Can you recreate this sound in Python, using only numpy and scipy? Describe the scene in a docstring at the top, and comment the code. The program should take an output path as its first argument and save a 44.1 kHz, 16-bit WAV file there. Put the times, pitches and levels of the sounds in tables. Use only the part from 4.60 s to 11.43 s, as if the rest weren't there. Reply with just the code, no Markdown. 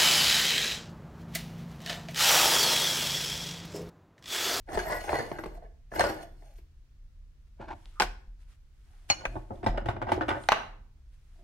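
"""Gritty scraping, knocks and bright clinks, with faint high tones: a metal meat grinder full of cookie
crumbs is taken apart by hand, close by, in a small room. The ring nut spins off, the hole plate is pulled from
its pin, the cross knife snaps free. Blows and stick-slip jerks ring the modes of each part; filtered noise
makes grit, trickling crumbs and air; the table sways, drones and rocks at low frequency."""
import sys
import numpy as np
from scipy import signal
from scipy.fft import rfft, irfft, next_fast_len
from scipy.io import wavfile
from scipy.ndimage import uniform_filter1d

SR = 44100
rng = np.random.default_rng(int(sys.argv[2]) if len(sys.argv) > 2 else 0)


def dump_mix(stems):
    """Bounce the given channels to the path in sys.argv[1] as a 16-bit WAV at rate SR."""
    frames = np.atleast_2d(stems).T  # one column per channel
    limited = np.clip(frames, -1, 1)  # hard clip at full scale
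    pcm = np.round(limited * 32767).astype(np.int16)
    wavfile.write(sys.argv[1], SR, pcm)


N = 301203
TIME = np.arange(N) / SR
RING_TIME = TIME[:SR // 2]


def ring_nut():
    """The loose nut scrapes round on crumbs and knocks as it wobbles on the thread."""
    # blows: t/s, ring/dB, treble re ring/dB, thud/dB, chatter/s, click/dB, click f/Hz
    nut_knocks = [(.087, -50.5, -16.5, -48.5, 0.005, -45, 900),
                  (.123, -52, -7.5, -42.5, 0.017, -36.5, 1200), (.149, -49.5, 0, -42, 0.006, -33.5, 804),
                  (.174, -33.5, -13, -33.5, 0.0065, -22, 722.7),
                  (.190, -40.5, 1, -45.5, 0.0089, -34.5, 4483), (.441, -54.5, -14, -50, 0.004, -35.5, 2000),
                  (.479, -56, -16.5, -43.5, 0.004, -46, 900), (.492, -35.5, -28.5, -47, .005, -32, 698),
                  (.5305, -41, -23, -33, 0.005, -16, 804), (.587, -37, -11.5, -36, 0.03, -26, 800),
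                  (.716, -46, -16, -39.5, 0.0015, -30.5, 800), (.786, -42.5, -18.5, -44.5, .003, -37, 1397),
                  (.838, -49, -8, -48, 0.0034, -28, 942), (.859, -49.5, -12.5, -43, .005, -33.5, 900),
                  (1.317, -56.5, -13, -43.5, 0.005, -44, 900),
                  (1.394, -27, -7.5, -42.5, 0.0068, -24.5, 1000),
                  (1.407, -26.5, -8.5, -42, 0.006, -15.5, 805), (1.440, -33, -12, -34.5, 0.031, -17, 900),
                  (1.49, -43.5, -5, -37.5, 0.019, -32.5, 817),
                  (1.599, -64.5, -15.5, -61.5, 0.0071, -39.5, 715),
                  (1.822, -70, -19.5, -62.5, .004, -70.5, 800),
                  (1.985, -84.5, 11.5, -62.5, .002, -52.5, 2482)]
    # modes of the nut: f/Hz, width/Hz, level/dB, lead of left side/rad
    nut_modes = [(128.6, 22, -4, -1), (222, 16, -5.5, -1.5), (315, 29, 0.5, 0.64), (423, 150, 1, 0.54),
                 (520, 170, -2.5, -0.22), (574.7, 58, 1, .5), (697, 49, 3.5, 0.4), (832, 20, 2.5, 0.53),
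                 (935, 89, 1, 3), (1078, 17, -3, -2.6), (1380, 100, -24, 0.5), (1550, 83, -5.5, 1.5),
                 (1717, 44, -0.5, 1), (2010, 200, -9.5, 1), (2230, 74, -10, 2), (2440, 22, -23, 1.5),
                 (2910, 19, -15.5, 0), (3430, 44, -17.5, 3.5), (3634, 40, -20.5, 0.7),
                 (4330, 86, -10.5, 4.5), (4980, 100, -19, 0.9), (5520, 100, -20.5, -1),
                 (6430, 78, -19, 1.5), (7760, 120, -25, 1), (8456, 70, -18.5, 2), (9000, 90, -19.5, 1.5),
                 (9700, 80, -24.5, -1.5), (10730, 120, -23.5, 0.3), (11700, 90, -24, -2.5),
                 (12900, 120, -24, 1.5)]
    # damped modes of nut and housing pressed together: f/Hz, width/Hz, level/dB, lead of left side/rad
    thread_modes = [(447, 90, -4, 0), (616, 69, -2, .2), (830, 120, -0.5, 0.71), (1000, 120, -3, 1.5),
                    (1270, 130, -12, 2), (1480, 47, -8, 1.4), (1690, 62, -9.5, 1.7), (1910, 47, -2, 1),
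                    (2120, 60, -10.5, 2.2)]
    # the thread bites hard and grinds: t/s, force/dB, half length/s
    bites = [(.15, -42.5, .03), (.32, -31.5, .042), (.494, -37.5, .016), (.56, -30.5, .034),
             (.8, -39.5, .012), (1.342, -42.5, .01), (1.455, -32.5, .04)]
    groan_low_hz, groan_high_hz, groan_db = 430, 850, 4.5
    full_bright_db, treble_db_per_db = -28.0, 0.23

    force, grit_force = spin()
    bite_force = swells(bites)
    low_modes = [mode for mode in nut_modes if mode[0] < 3000]
    high_modes = [mode for mode in nut_modes if mode[0] > 2800]
    scrape = rubbing(force, low_modes, slips_per_s=600, spread_db=4.5, judder_db=-3.0, detune=0.011)
    scrape = amp(-3.5) * band(scrape, low_hz=70.9, high_hz=3200)
    # hard rubbing is bright, light rubbing only groans
    groan = amp(groan_db) * band(scrape, groan_low_hz, groan_high_hz)
    brightness = np.minimum((force / amp(full_bright_db)) ** treble_db_per_db, 1)
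    scrape = brightness * scrape + (1 - brightness) * groan
    # grit hisses in the thread and excites only the high modes
    sing_force = amp(-5.5) * grit_force + amp(-34) * force + amp(-21) * bite_force
    sing = rubbing(sing_force, high_modes, slips_per_s=2200, spread_db=5.5, judder_db=4.0, detune=0.008)
    # relative spectrum of the hiss: f/Hz, density/dB
    grit_spectrum = [(1000, 1), (2500, 6.5), (4500, -5.5), (6500, 0), (9000, -7), (12000, -2.5),
                     (16000, -13.5)]
    grain = flicker(per_s=330, depth_db=3.5)
    hiss = amp(-5) * grit_force * noise(grit_spectrum, N, alike_hz=4000) * grain
    # coarse uneven slips ring nut and housing together
    bite = rubbing(bite_force, thread_modes, slips_per_s=830, spread_db=7.5, judder_db=4, detune=0.01)
    knocks = blows(nut_knocks, nut_modes, detune=0.039, contacts_per_s=2000, chatter_db=4.0,
                   crunch_db=-11, crunch_s=.008, soft_hz=12000)
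    return scrape + bite + sing + hiss + knocks


def spin():
    """Each flick runs the nut up, lets it run and slow down; gives the force on the thread and on its grit."""
    # flicks: start t/s, run-up/s, free run/s, stop t/s, slowing/(dB/s), rubbing/dB, grit/dB, first swing t/s
    flicks = [(0.047, 0.09, 0.42, 1.0, 54, -35.5, -49.5, 0.09),
              (1.295, 0.077, 0.011, 1.66, 81.5, -33, -43, 1.386)]
    # the nut catches on the thread as it comes to rest: t/s, force/dB, half length/s
    catches = [(1.04, -46, 0.03), (1.598, -50.5, .014), (1.635, -49, 0.011), (1.87, -57, 0.06)]
    # grit sings in the last turns: t/s, force/dB, half length/s
    last_grit = [(.96, -65.5, 0.011), (1.627, -56.5, 0.02), (1.86, -68.5, 0.13), (1.98, -68, 0.024)]
    # the wings make the nut lopsided, so it bears harder on the thread once a turn
    turn_s, turn_swell_db, grit_swell_db = 0.22, 6.5, -1.5
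    # the swell deepens as the nut slows; rubbing sinks no further once the nut crawls
    swell_db_per_db, crawl_db = 0.11, 31.5

    rub, grit = 0, 0
    for start_s, run_up_s, free_s, stop_s, slowing_db_per_s, rub_db, grit_db, swing_s in flicks:
        run_up = np.clip((TIME - start_s) / run_up_s, 0, 1) ** 2
        moving = run_up * np.clip((stop_s - TIME) / 0.02, 0, 1)
        slowed_db = slowing_db_per_s * np.maximum(TIME - start_s - run_up_s - free_s, 0)
        rub_slowed_db = np.minimum(slowed_db, crawl_db)
        swing = np.cos(2 * np.pi * (TIME - swing_s) / turn_s)
        swell_db = turn_swell_db + swell_db_per_db * rub_slowed_db
        rub = rub + moving * amp(rub_db - rub_slowed_db + swell_db * swing)
        grit = grit + moving * amp(grit_db - slowed_db + grit_swell_db * swing)
    return rub + swells(catches), grit + swells(last_grit)


def auger():
    """The auger drags, grinds and knocks in the cast housing as the parts on its pin are worked loose."""
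    # blows: t/s, ring/dB, treble re ring/dB, thud/dB, chatter/s, click/dB, click f/Hz
    auger_knocks = [(2.998, -66, -29, -47, 0.0048, -44.5, 299.5),
                    (4.503, -42, -13, -45, 0.0044, -34, 124.3), (4.755, -48, -20.5, -36.5, 0.011, -33, 588),
                    (4.906, -61, -20.5, -37.5, .012, -48.5, 281), (5.030, -49, -20, -38.5, 0.006, -37, 900),
                    (5.043, -50.5, -6.5, -47, .002, -34.5, 2200),
                    (5.0635, -31, -8, -27.5, 0.0033, -19, 938), (5.144, -55.5, -21, -42, .002, -31.5, 600),
                    (5.175, -46.5, -6.5, -40.5, .002, -31, 2000),
                    (5.179, -35.5, -27.5, -43, 0.0012, -24, 700),
                    (5.259, -44.5, -7.5, -35, .004, -38, 1500), (5.286, -32.5, -15, -32, 0.003, -24, 900),
                    (5.365, -47, -24, -42.5, .003, -37, 1096), (5.417, -36.5, -21, -40, 0.011, -25.5, 900),
                    (5.469, -47.5, -21, -40.5, .003, -36.5, 800), (5.490, -38, -13, -42, 0.017, -37, 1500),
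                    (5.519, -29, -10.5, -31, .002, -13.5, 733),
                    (5.578, -48.5, -24, -38, 0.0014, -21.5, 400),
                    (5.610, -32, -26, -38.5, 0.014, -27, 1300),
                    (5.683, -33, -17.5, -40, 0.005, -28.5, 1190),
                    (5.690, -35, -5.5, -46.5, .004, -28, 1406), (5.706, -31, -24.5, -36.5, 0.028, -19, 702),
                    (5.755, -40, -27, -45, 0.0097, -28, 787)]
    # modes of the housing: f/Hz, width/Hz, level/dB, lead of left side/rad
    housing_modes = [(97, 28, 4, 0.3), (128.2, 8.7, 6.5, 0.25), (207.7, 15, -0.5, 0), (330.6, 45, 3, -1),
                     (384, 37, -1.5, -1.2), (562, 24, 5, 0.77), (698, 50, 4.5, 0), (849, 55, 6, 1.88),
                     (925, 32, -0.5, 0.95), (1050, 28, -3.5, -4.5), (1290, 210, -5.5, 4),
                     (1529, 41, 0.5, 1.7), (1780, 36, -5, 1.2), (1920, 120, -8, -0.2),
                     (2392, 55, -17.5, -1), (2830, 91, -18.5, -1.6), (3500, 75, -16.5, -1.1),
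                     (3780, 100, -26, 0.68), (5093, 61, -16, -2.5), (7900, 72, -28, 1),
                     (10000, 60, -25, -12)]
    # drags as plate and knife are worked: t/s, force/dB, half length/s
    drags = [(3.025, -38.5, 0.027), (3.11, -38.5, 0.038), (4.3, -69.5, 0.036), (4.44, -71, 0.028),
             (4.68, -43.5, 0.12), (4.93, -45, 0.035), (5.15, -40.5, 0.14), (5.36, -38, 0.12),
             (5.58, -34, 0.092), (5.8, -51, 0.05), (6.82, -56.5, 0.057)]
    # crumbs grind between auger and wall: t/s, force/dB, half length/s
    grinds = [(4.35, -70, .06), (4.625, -45, 0.035), (4.965, -54, 0.018), (5.04, -39, .01),
              (5.08, -33.5, .014), (5.185, -45.5, 0.03), (5.30, -36.5, 0.018), (5.428, -38, .01),
              (5.495, -34.5, 0.025), (5.545, -41, 0.03), (5.628, -33, .014), (5.708, -29.5, .02),
              (5.76, -40, .025)]

    grinding = swells(grinds)
    drag = rubbing(swells(drags), housing_modes, slips_per_s=360, spread_db=10.0, judder_db=0,
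                   detune=0.036, count=2)
    # packed crumbs muffle the dragging
    drag = band(drag, low_hz=84, high_hz=484)
    grind = rubbing(grinding, housing_modes, slips_per_s=900, spread_db=10.5, judder_db=5, detune=0.036)
    grind = band(grind, low_hz=400, high_hz=4200)
    knocks = blows(auger_knocks, housing_modes, detune=0.018, contacts_per_s=900, chatter_db=4,
                   crunch_db=-12, crunch_s=0.02, soft_hz=6000)
    return drag + grind + cracks(grinding) + knocks


def cracks(force, count=16):
    """Crumbs burst one by one, a few large among many small, each ringing briefly at one of count pitches."""
    cracks_per_s, level_db, spread_db = 420, -9, 10.5
    low_hz, high_hz, db_per_octave, q = 800, 6000, -6, 18
    sizes = rng.choice([-1, 1], N) * amp(spread_db * np.minimum(rng.exponential(1, N), np.pi))
    bursts = force * rms_one(sizes * (rng.random(N) < cracks_per_s / SR))
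    dealt, out = rng.integers(0, count, N), 0
    for k, hz in enumerate(np.geomspace(low_hz, high_hz, count)):
        r = np.exp(-np.pi * hz / q / SR)
        poles = [1, -2 * r * np.cos(2 * np.pi * hz / SR), r * r]
        # the tiny offset keeps the filter clear of denormals
        ring = signal.lfilter([1, 0, -1], poles, bursts * (dealt == k) + 1e-18)
        gain = np.sqrt((1 - r * r) / 2) * amp(level_db + db_per_octave * np.log2(hz / low_hz))
        out = out + gain * rng.normal(1, 0.36, (2, 1)) * ring
    return out


def hole_plate():
    """The plate is wiggled in short strokes and clanks off the pin; a faint 1250 Hz tone rises until the clank."""
    # blows: t/s, ring/dB, treble re ring/dB, thud/dB, chatter/s, click/dB, click f/Hz
    plate_knocks = [(3.3995, -34.5, 5, -34, 0.0039, -14, 1767), (3.405, -33, -2, -41, 0.0032, -23.5, 859),
                    (3.421, -37, 5.5, -37, 0.0056, -16.5, 1050)]
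    # modes of free plate, plate on pin, rising tone: f/Hz, width/Hz, level/dB, lead of left side/rad
    plate_modes = [(303, 25, -5.5, .2), (549, 15, 0.5, 0.56), (733, 20, 9.5, 1), (838, 59, 7, 0.85),
                   (941, 55, -5, 1.6), (1036, 24, 0.5, 0.45), (1350, 120, -11, 0.93), (1467, 110, -5, 1),
                   (1700, 110, -7, 2), (2000, 91, -26.5, 1.2), (2570, 140, -15, 1.7),
                   (2990, 80, -12.5, 1.1), (3320, 54, -14.5, 1.6), (4240, 350, -17.5, 2.2),
                   (5350, 720, -19, 2.5), (7700, 400, -27.5, 0.89)]
    pin_modes = [(312, 38, -16, 0.42), (565, 140, -6, .5), (878, 130, 5, 0.8), (1100, 140, -6, 1),
                 (1420, 110, -3, 1), (1700, 210, -8.5, 1.5), (2180, 200, -9, 1.8), (3000, 900, -34, 1.5)]
    rising_mode = [(1250, 50, 0, 0.94)]
    # wiggling strokes on the pin: t/s, force/dB, half length/s
    wiggles = [(3.023, -44, 0.022), (3.058, -55.5, .02), (3.094, -41, 0.013), (3.118, -40, 0.018)]
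    clank_s, tone_db, rise_db_per_s = 3.399, -43, 500

    rise = amp(tone_db - rise_db_per_s * np.abs(clank_s - TIME)) * (TIME < clank_s)
    rising_tone = rubbing(rise, rising_mode, slips_per_s=2100, spread_db=-2.5, judder_db=-4.5,
                          detune=0, count=1)
    rising_tone = band(rising_tone, low_hz=900, high_hz=1700)
    wiggle = rubbing(swells(wiggles), pin_modes, slips_per_s=1700, spread_db=5.5, judder_db=4,
                     detune=0.015, count=3)
    wiggle = band(wiggle, low_hz=150, high_hz=4470)
    clank = blows(plate_knocks, plate_modes, detune=0.0084, contacts_per_s=2300, chatter_db=-3.0,
                  crunch_db=-5.5, crunch_s=0.012, soft_hz=12000)
    return rising_tone + wiggle + clank


def knife_clinks():
    """The knife slides, clinks with a lingering high ring and taps the wall; faint high tones swell at the end."""
    # clinks, taps on the wall: t/s, ring/dB, treble re ring/dB, thud/dB, chatter/s, click/dB, click f/Hz
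    clink_blows = [(4.5003, -27.5, 4, -60.5, 0.013, -21.5, 2100)]
    wall_taps = [(4.652, -35.5, -8.5, -44, .002, -37.5, 1500), (4.655, -38, -7.5, -57, .0025, -17, 1700)]
    # modes of knife, knife and wall in contact, high tones: f/Hz, width/Hz, level/dB, lead of left side/rad
    knife_modes = [(325, 54, -24.5, -3), (606, 40, -14.5, 1), (790, 77, -5, 4.5), (1147, 40, -17, 0),
                   (1420, 20, -1.5, 3.5), (1720, 56, -14.5, 5), (2156, 35, 0.5, 1.37), (2425, 70, -15, 4.5),
                   (2910, 30, -2.5, 5.5), (4310, 28, -2.5, 4), (4800, 33, -8, 4), (5520, 17, -11.5, 6),
                   (6300, 70, -17, 3.5), (6950, 35, -13, 4), (7280, 43, -19, 1.5), (8780, 36, -22.5, 4.5),
                   (10380, 20, -23.5, -1), (12200, 30, -28, 6)]
    wall_modes = [(547, 45, 7, 0.93), (1050, 290, -16, 1.5), (1570, 60, 4.5, 1), (1720, 220, -7, 1.8),
                  (2306, 90, -0.5, 1.5), (2480, 71, 7, 2.6), (3600, 600, -23, 4), (5660, 90, -18, 3.1),
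                  (6455, 50, -3, 2)]
    high_modes = [(7020, 28, -3, 2), (8700, 22, 0.5, 1), (9390, 25, 0.5, 1)]
    # slides along the pin, and the lingering high ring after the clink: t/s, force/dB, half length/s
    high_rings = [(3.04, -65.5, 0.024), (3.105, -58.5, 0.017), (4.585, -53, 0.039)]
    # faint tones at 7 to 9.4 kHz swell before the snap: t/s, force/dB, half length/s
    tone_swells = [(5.84, -58.5, 0.035)]

    clink = blows(clink_blows, knife_modes, detune=0, contacts_per_s=8600, chatter_db=-3.0,
                  crunch_db=-14.5, crunch_s=0.0038, soft_hz=16040)
    tap = blows(wall_taps, wall_modes, detune=0.005, contacts_per_s=6900, chatter_db=8,
                crunch_db=-7.5, crunch_s=0.008, soft_hz=9000)
    high_ring = rubbing(swells(high_rings), knife_modes, slips_per_s=3000, spread_db=7.5, judder_db=4,
                        detune=0, count=2)
    high_ring = band(high_ring, low_hz=3810, high_hz=11000)
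    high_tones = rubbing(swells(tone_swells), high_modes, slips_per_s=3600, spread_db=0.5, judder_db=1.5,
                         detune=0, count=1)
    high_tones = band(high_tones, low_hz=6530, high_hz=10500)
    return clink + tap + high_ring + high_tones


def knife_snaps():
    """Sharp blows ring broad, quickly damped modes as the knife snaps free; a fainter echo off the desk follows
    the last snap."""
    # blows: t/s, ring/dB, treble re ring/dB, thud/dB, chatter/s, click/dB, click f/Hz
    snap_blows = [(3.257, -83, 7, -69.5, .0003, -39, 3445), (5.838, -62, -3, -63, 0.00083, -41, 3477),
                  (5.8877, -24, -11.5, -39, .0015, -10.5, 1700), (5.9196, -26, -10.5, -61, 0.005, -5, 1050),
                  (5.929, -41, -13, -49, 0.0023, -17.5, 1150)]
    # modes of the snap: f/Hz, width/Hz, level/dB, lead of left side/rad
    snap_modes = [(363, 120, -17.5, -2.5), (535, 50, 2, -0.2), (820, 70, 11.5, 1.25), (1050, 67, -3, 2.5),
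                  (1377, 70, -5.5, 8), (1550, 60, 0.5, 6), (1810, 110, -4.5, 8), (2374, 230, -13, -2.5),
                  (2770, 440, -3, 1.5), (3250, 300, -16, -4.5), (3730, 640, -5.5, 1.3),
                  (5750, 250, -10.5, 5), (7640, 590, -23.5, 7.5), (9600, 120, -26, -3.5)]
    return blows(snap_blows, snap_modes, detune=.005, contacts_per_s=1400, chatter_db=8,
                 crunch_db=-2.5, crunch_s=0.002, soft_hz=9000)


def blows(strikes, modes, detune, contacts_per_s, chatter_db, crunch_db, crunch_s, soft_hz):
    """Each blow is a click and a dying chatter of smaller contacts; they ring the part and crush crumbs."""
    # relative spectrum of crushed crumbs: f/Hz, density/dB
    crunch_spectrum = [(150, -2.5), (400, -3.5), (900, 5.5), (2000, -4.5), (3000, -10.5), (5000, -17.5),
                       (8000, -21.5), (12000, -23), (16000, -29.5)]
    out, size = np.zeros((2, N)), len(RING_TIME)
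    edges_hz, onset_samples, scatter_db = [70, 450, 2600, 17000], round(.03 * SR), 4.5
    cushion = np.exp(-2 * np.pi * soft_hz / SR)
    for s, ring_db, treble_db, thud_db, chatter_s, click_db, click_hz in strikes:
        contacts = rng.standard_normal(size) * (rng.random(size) < contacts_per_s / SR)
        contacts = amp(chatter_db) * energy_one(contacts * np.exp(-RING_TIME / max(chatter_s, 1 / SR)))
        contacts[0] = 1
        ring = energy_one(convolve(contacts, body(modes, detune, scatter_db)))
        crushing = np.exp(-RING_TIME / (chatter_s + crunch_s)) * (1 - np.exp(-RING_TIME / 0.0022))
        crunch = noise(crunch_spectrum, size, alike_hz=900) * crushing
        crunch = crunch * flicker(per_s=870, depth_db=-0.5, size=size)
        sound = ring + amp(crunch_db) * energy_one(crunch)
        # crumbs between the parts cushion the contact
        sound = signal.lfilter([1, 1], [1, -cushion], sound)
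        # where and how hard the part is hit sets the shares of thud, ring and brightness
        for k, db in enumerate([thud_db, ring_db, ring_db + treble_db]):
            part = (-1) ** k * band(sound, edges_hz[k], edges_hz[k + 1])
            add(out, s, amp(db) * part / part[:, :onset_samples].std())
        add(out, s, click(click_db, click_hz))
    return out


def click(peak_db, hz):
    """The push of first contact: a pulse of two or three cycles."""
    rise_cycles = 0.5
    age = RING_TIME * hz / rise_cycles
    return amp(peak_db) * age * np.exp(1 - age) * np.cos(2 * np.pi * hz * RING_TIME)


def rubbing(force, modes, slips_per_s, spread_db, judder_db, detune, count=4):
    """Stick-slip: uneven jerks keep the part ringing; its colour changes as the contact hops about."""
    hops_per_s, scatter_db = 28, 4.5
    sizes = rng.choice([-1, 1], N) * amp(spread_db * rng.uniform(-1, 1, N))
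    slips = (rng.random(N) < slips_per_s / SR) * sizes
    slips = slips * flicker(per_s=81, depth_db=judder_db)
    # the hand keeps up a steady pressure from one moment to the next
    running_power = np.abs(uniform_filter1d(slips ** 2, size=SR // 25))
    slips = force * slips / np.sqrt(running_power + 1e-9)
    hop_number = np.cumsum(rng.random(N) < hops_per_s / SR)
    place = rng.integers(0, count, N)[hop_number]
    return sum(convolve(slips * (place == k), body(modes, detune, scatter_db)) for k in range(count))


def body(modes, detune, scatter_db):
    """Stereo ring of a part at one contact point, which shifts each mode's pitch and strength; energy 1."""
    t, ring = RING_TIME[:SR // 4], 0
    sides = np.array([[.5], [-.5]])
    scatter = rng.standard_normal((len(modes), 2))
    for k, ((hz, width_hz, db, lead_rad), (shift, gain)) in enumerate(zip(modes, scatter)):
        phase = 2 * np.pi * hz * (1 + detune * shift) * t + sides * lead_rad
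        decay = width_hz * np.exp(-np.pi * width_hz * t)
        ring = ring + (-1) ** k * amp(db + scatter_db * gain) * decay * np.cos(phase.astype(np.float32))
    return energy_one(ring)


def crumbs():
    """Dry crumbs trickle into the tray and rustle under the fingers: noise with a fast random flicker."""
    # rustles: t/s, level/dB, half length/s
    rustles = [(2.879, -79, 0.0069), (3.3, -69, 0.21), (3.818, -71.5, 0.027), (3.916, -68.5, 0.04),
               (4.38, -72.5, 0.22), (4.503, -43.5, 0.01), (4.73, -65.5, 0.12), (4.966, -70, 0.067),
               (5.82, -63.5, 0.17), (6.544, -77, 0.018), (6.82, -75, 0.28)]
    # relative spectrum: f/Hz, density/dB
    trickle_spectrum = [(600, -1.5), (1500, 4), (3000, 1), (6000, -4.5), (10000, -5.5), (12500, -11.5),
                        (16000, -27)]
    level = amp(-94.0) + swells(rustles)
    return level * noise(trickle_spectrum, N, alike_hz=1500) * flicker(per_s=3100, depth_db=2.5)


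def tabletop(shake):
    """The table always sways and drones a little, drones more when shaken, and rocks after each jolt."""
    # relative spectra of sway and drone: f/Hz, density/dB
    sway_spectrum = [(10, -27.5), (22, -14.5), (28, -4.5), (33, -1), (40, -10), (52, -11.5), (70, -28),
                     (140, -69)]
    drone_spectrum = [(35, -20.5), (60, 6.5), (78, 5), (100, -7), (130, -11), (160, -27.5), (230, -23.5),
                      (350, -29), (700, -57), (1500, -77.5)]
    # jolts that rock the table: t/s, level/dB
    jolts = [(0.162, -33), (0.873, -37), (1.402, -39), (3.427, -31.5), (3.678, -40), (4.672, -32),
             (5.091, -23.5)]
    sway_db, drone_db, rock_hz, rock_t60_s = -51, -60, 39.7, 0.73

    out = amp(sway_db) * noise(sway_spectrum, N, alike_hz=200)
    out += np.hypot(amp(drone_db), shake) * noise(drone_spectrum, N, alike_hz=500)
    rocking = np.sin(2 * np.pi * rock_hz * RING_TIME) * np.exp(-np.log(1000) * RING_TIME / rock_t60_s)
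    for s, db in jolts:
        add(out, s, amp(db) * rocking)
    return out


def room(x, build_s):
    """A diffuse tail that builds up as the walls answer, with its own decay time in each band."""
    # relative spectrum of the tail: f/Hz, density/dB
    tail_spectrum = [(120, 0), (700, -1.5), (2500, 0.5), (5000, -0.5), (14000, -3)]
    # decay time: f/Hz, t60/s
    decay_t60 = [(100, 1), (500, 0.44), (2000, 0.44), (5000, 0.38), (12000, 0.4)]
    edges_hz, tail = np.geomspace(70, 17920, 9), 0
    for low, high in zip(edges_hz, edges_hz[1:]):
        diffuse = band(noise(tail_spectrum, len(RING_TIME), alike_hz=500), low, high)
        t60_s = at_hz(decay_t60, np.sqrt(low * high))
        tail = tail + diffuse * np.exp(-np.log(1000) * RING_TIME / t60_s)
    build_up = 1 - np.exp(-(RING_TIME / build_s) ** 2)
    return convolve(x, energy_one(tail * build_up))


def quiet_air():
    """Steady coloured noise under everything."""
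    # relative spectrum: f/Hz, density/dB
    air_spectrum = [(60, -7), (200, -2.5), (400, -6.5), (800, -12.5), (1500, -10.5), (3000, -14.5),
                    (6000, -17), (12000, -32.5), (16000, -46)]
    return amp(-76) * noise(air_spectrum, N, alike_hz=450)


def faint_hum():
    """Low sine tones that share one random flicker."""
    # tones: f/Hz, level/dB
    hum_tones = [(134.6, -70), (199.2, -80)]
    tones = sum(amp(db) * np.sin(2 * np.pi * hz * TIME) for hz, db in hum_tones)
    return tones * flicker(per_s=29.0, depth_db=1.5)


def amp(db):
    """Decibels to gain."""
    return 10 ** (np.asarray(db) / 20)


def rms_one(x):
    """Scale to an rms of one."""
    return x / np.sqrt(np.mean(x ** 2) + 1e-20)


def energy_one(x):
    """Scale to a mean energy of one per channel."""
    return rms_one(x) / np.sqrt(x.shape[-1])


def at_hz(points, hz):
    """Interpolate (f/Hz, value) points on a log-frequency axis."""
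    freq, value = np.transpose(points)
    return np.interp(np.log(np.maximum(hz, 1)), np.log(freq), value)


def band(x, low_hz, high_hz):
    """Causal band-pass."""
    edges_hz = [low_hz, min(high_hz, SR / 2 - 1)]
    return signal.sosfilt(signal.butter(2, edges_hz, "band", fs=SR, output="sos"), x)


def noise(spectrum, size, alike_hz):
    """Coloured stereo noise whose sides grow alike below alike_hz; rms 1."""
    padded = next_fast_len(size)
    hz = np.fft.rfftfreq(padded, 1 / SR)
    alike = 1 / (1 + (hz / alike_hz) ** 2)
    mid, side = rfft(rng.standard_normal((2, padded))) * amp(at_hz(spectrum, hz))
    stereo = np.sqrt(1 + alike) * mid + np.sqrt(1 - alike) * np.array([side, -side])
    return rms_one(irfft(stereo, padded)[:, :size])


def flicker(per_s, depth_db, size=N):
    """A gain that wanders between random dB values, per_s of them a second; rms 1."""
    knots = rng.standard_normal(size // 10)
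    return rms_one(amp(depth_db * np.interp(TIME[:size] * per_s, np.arange(len(knots)), knots)))


def swells(events):
    """Sum of Gaussian gain swells: t/s, peak/dB, half length to 1/e in s."""
    return sum(amp(db) * np.exp(-((TIME - s) / length_s) ** 2) for s, db, length_s in events)


def loudness(x, smooth_s):
    """Running rms level of a stereo sound."""
    power = np.mean(x ** 2, axis=0)
    return np.sqrt(np.abs(uniform_filter1d(power, size=int(smooth_s * SR))))


def convolve(x, response):
    """Pass a sound through a stereo response."""
    x = np.atleast_2d(x).astype(np.float32)
    return signal.oaconvolve(x, response.astype(np.float32), axes=1)[:, :x.shape[-1]].astype(float)


def add(out, s, sound):
    """Mix a sound in at s seconds."""
    start = max(round(s * SR), 0)
    out[:, start:start + sound.shape[-1]] += sound[..., :N - start]


def scene():
    """All parts sound into the room, each with its own share, over table rumble, quiet air and a faint hum."""
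    nut, knocks = ring_nut(), auger()
    plate, clinks, snaps = hole_plate(), knife_clinks(), knife_snaps()
    sent = amp(-10.5) * nut + amp(-14.5) * knocks
    sent += amp(-18.0) * plate + amp(-21.0) * clinks + amp(-9.5) * snaps
    direct = nut + knocks + plate + clinks + snaps + crumbs()
    left_over_right_db = 0.16
    direct = direct * amp(np.array([[.5], [-.5]]) * left_over_right_db)
    # work on the grinder shakes the table
    shake = loudness(amp(-17) * nut + amp(-13.5) * knocks, smooth_s=0.11)
    return direct + room(sent, build_s=0.0088) + tabletop(shake) + quiet_air() + faint_hum()


def record(dry):
    """The top is cut steeply by an elliptic low-pass."""
    cutoff_hz = 15800
    return signal.sosfilt(signal.ellip(10, .1, 80, cutoff_hz, fs=SR, output="sos"), dry)


dry = scene()
out = record(dry)
dump_mix(out)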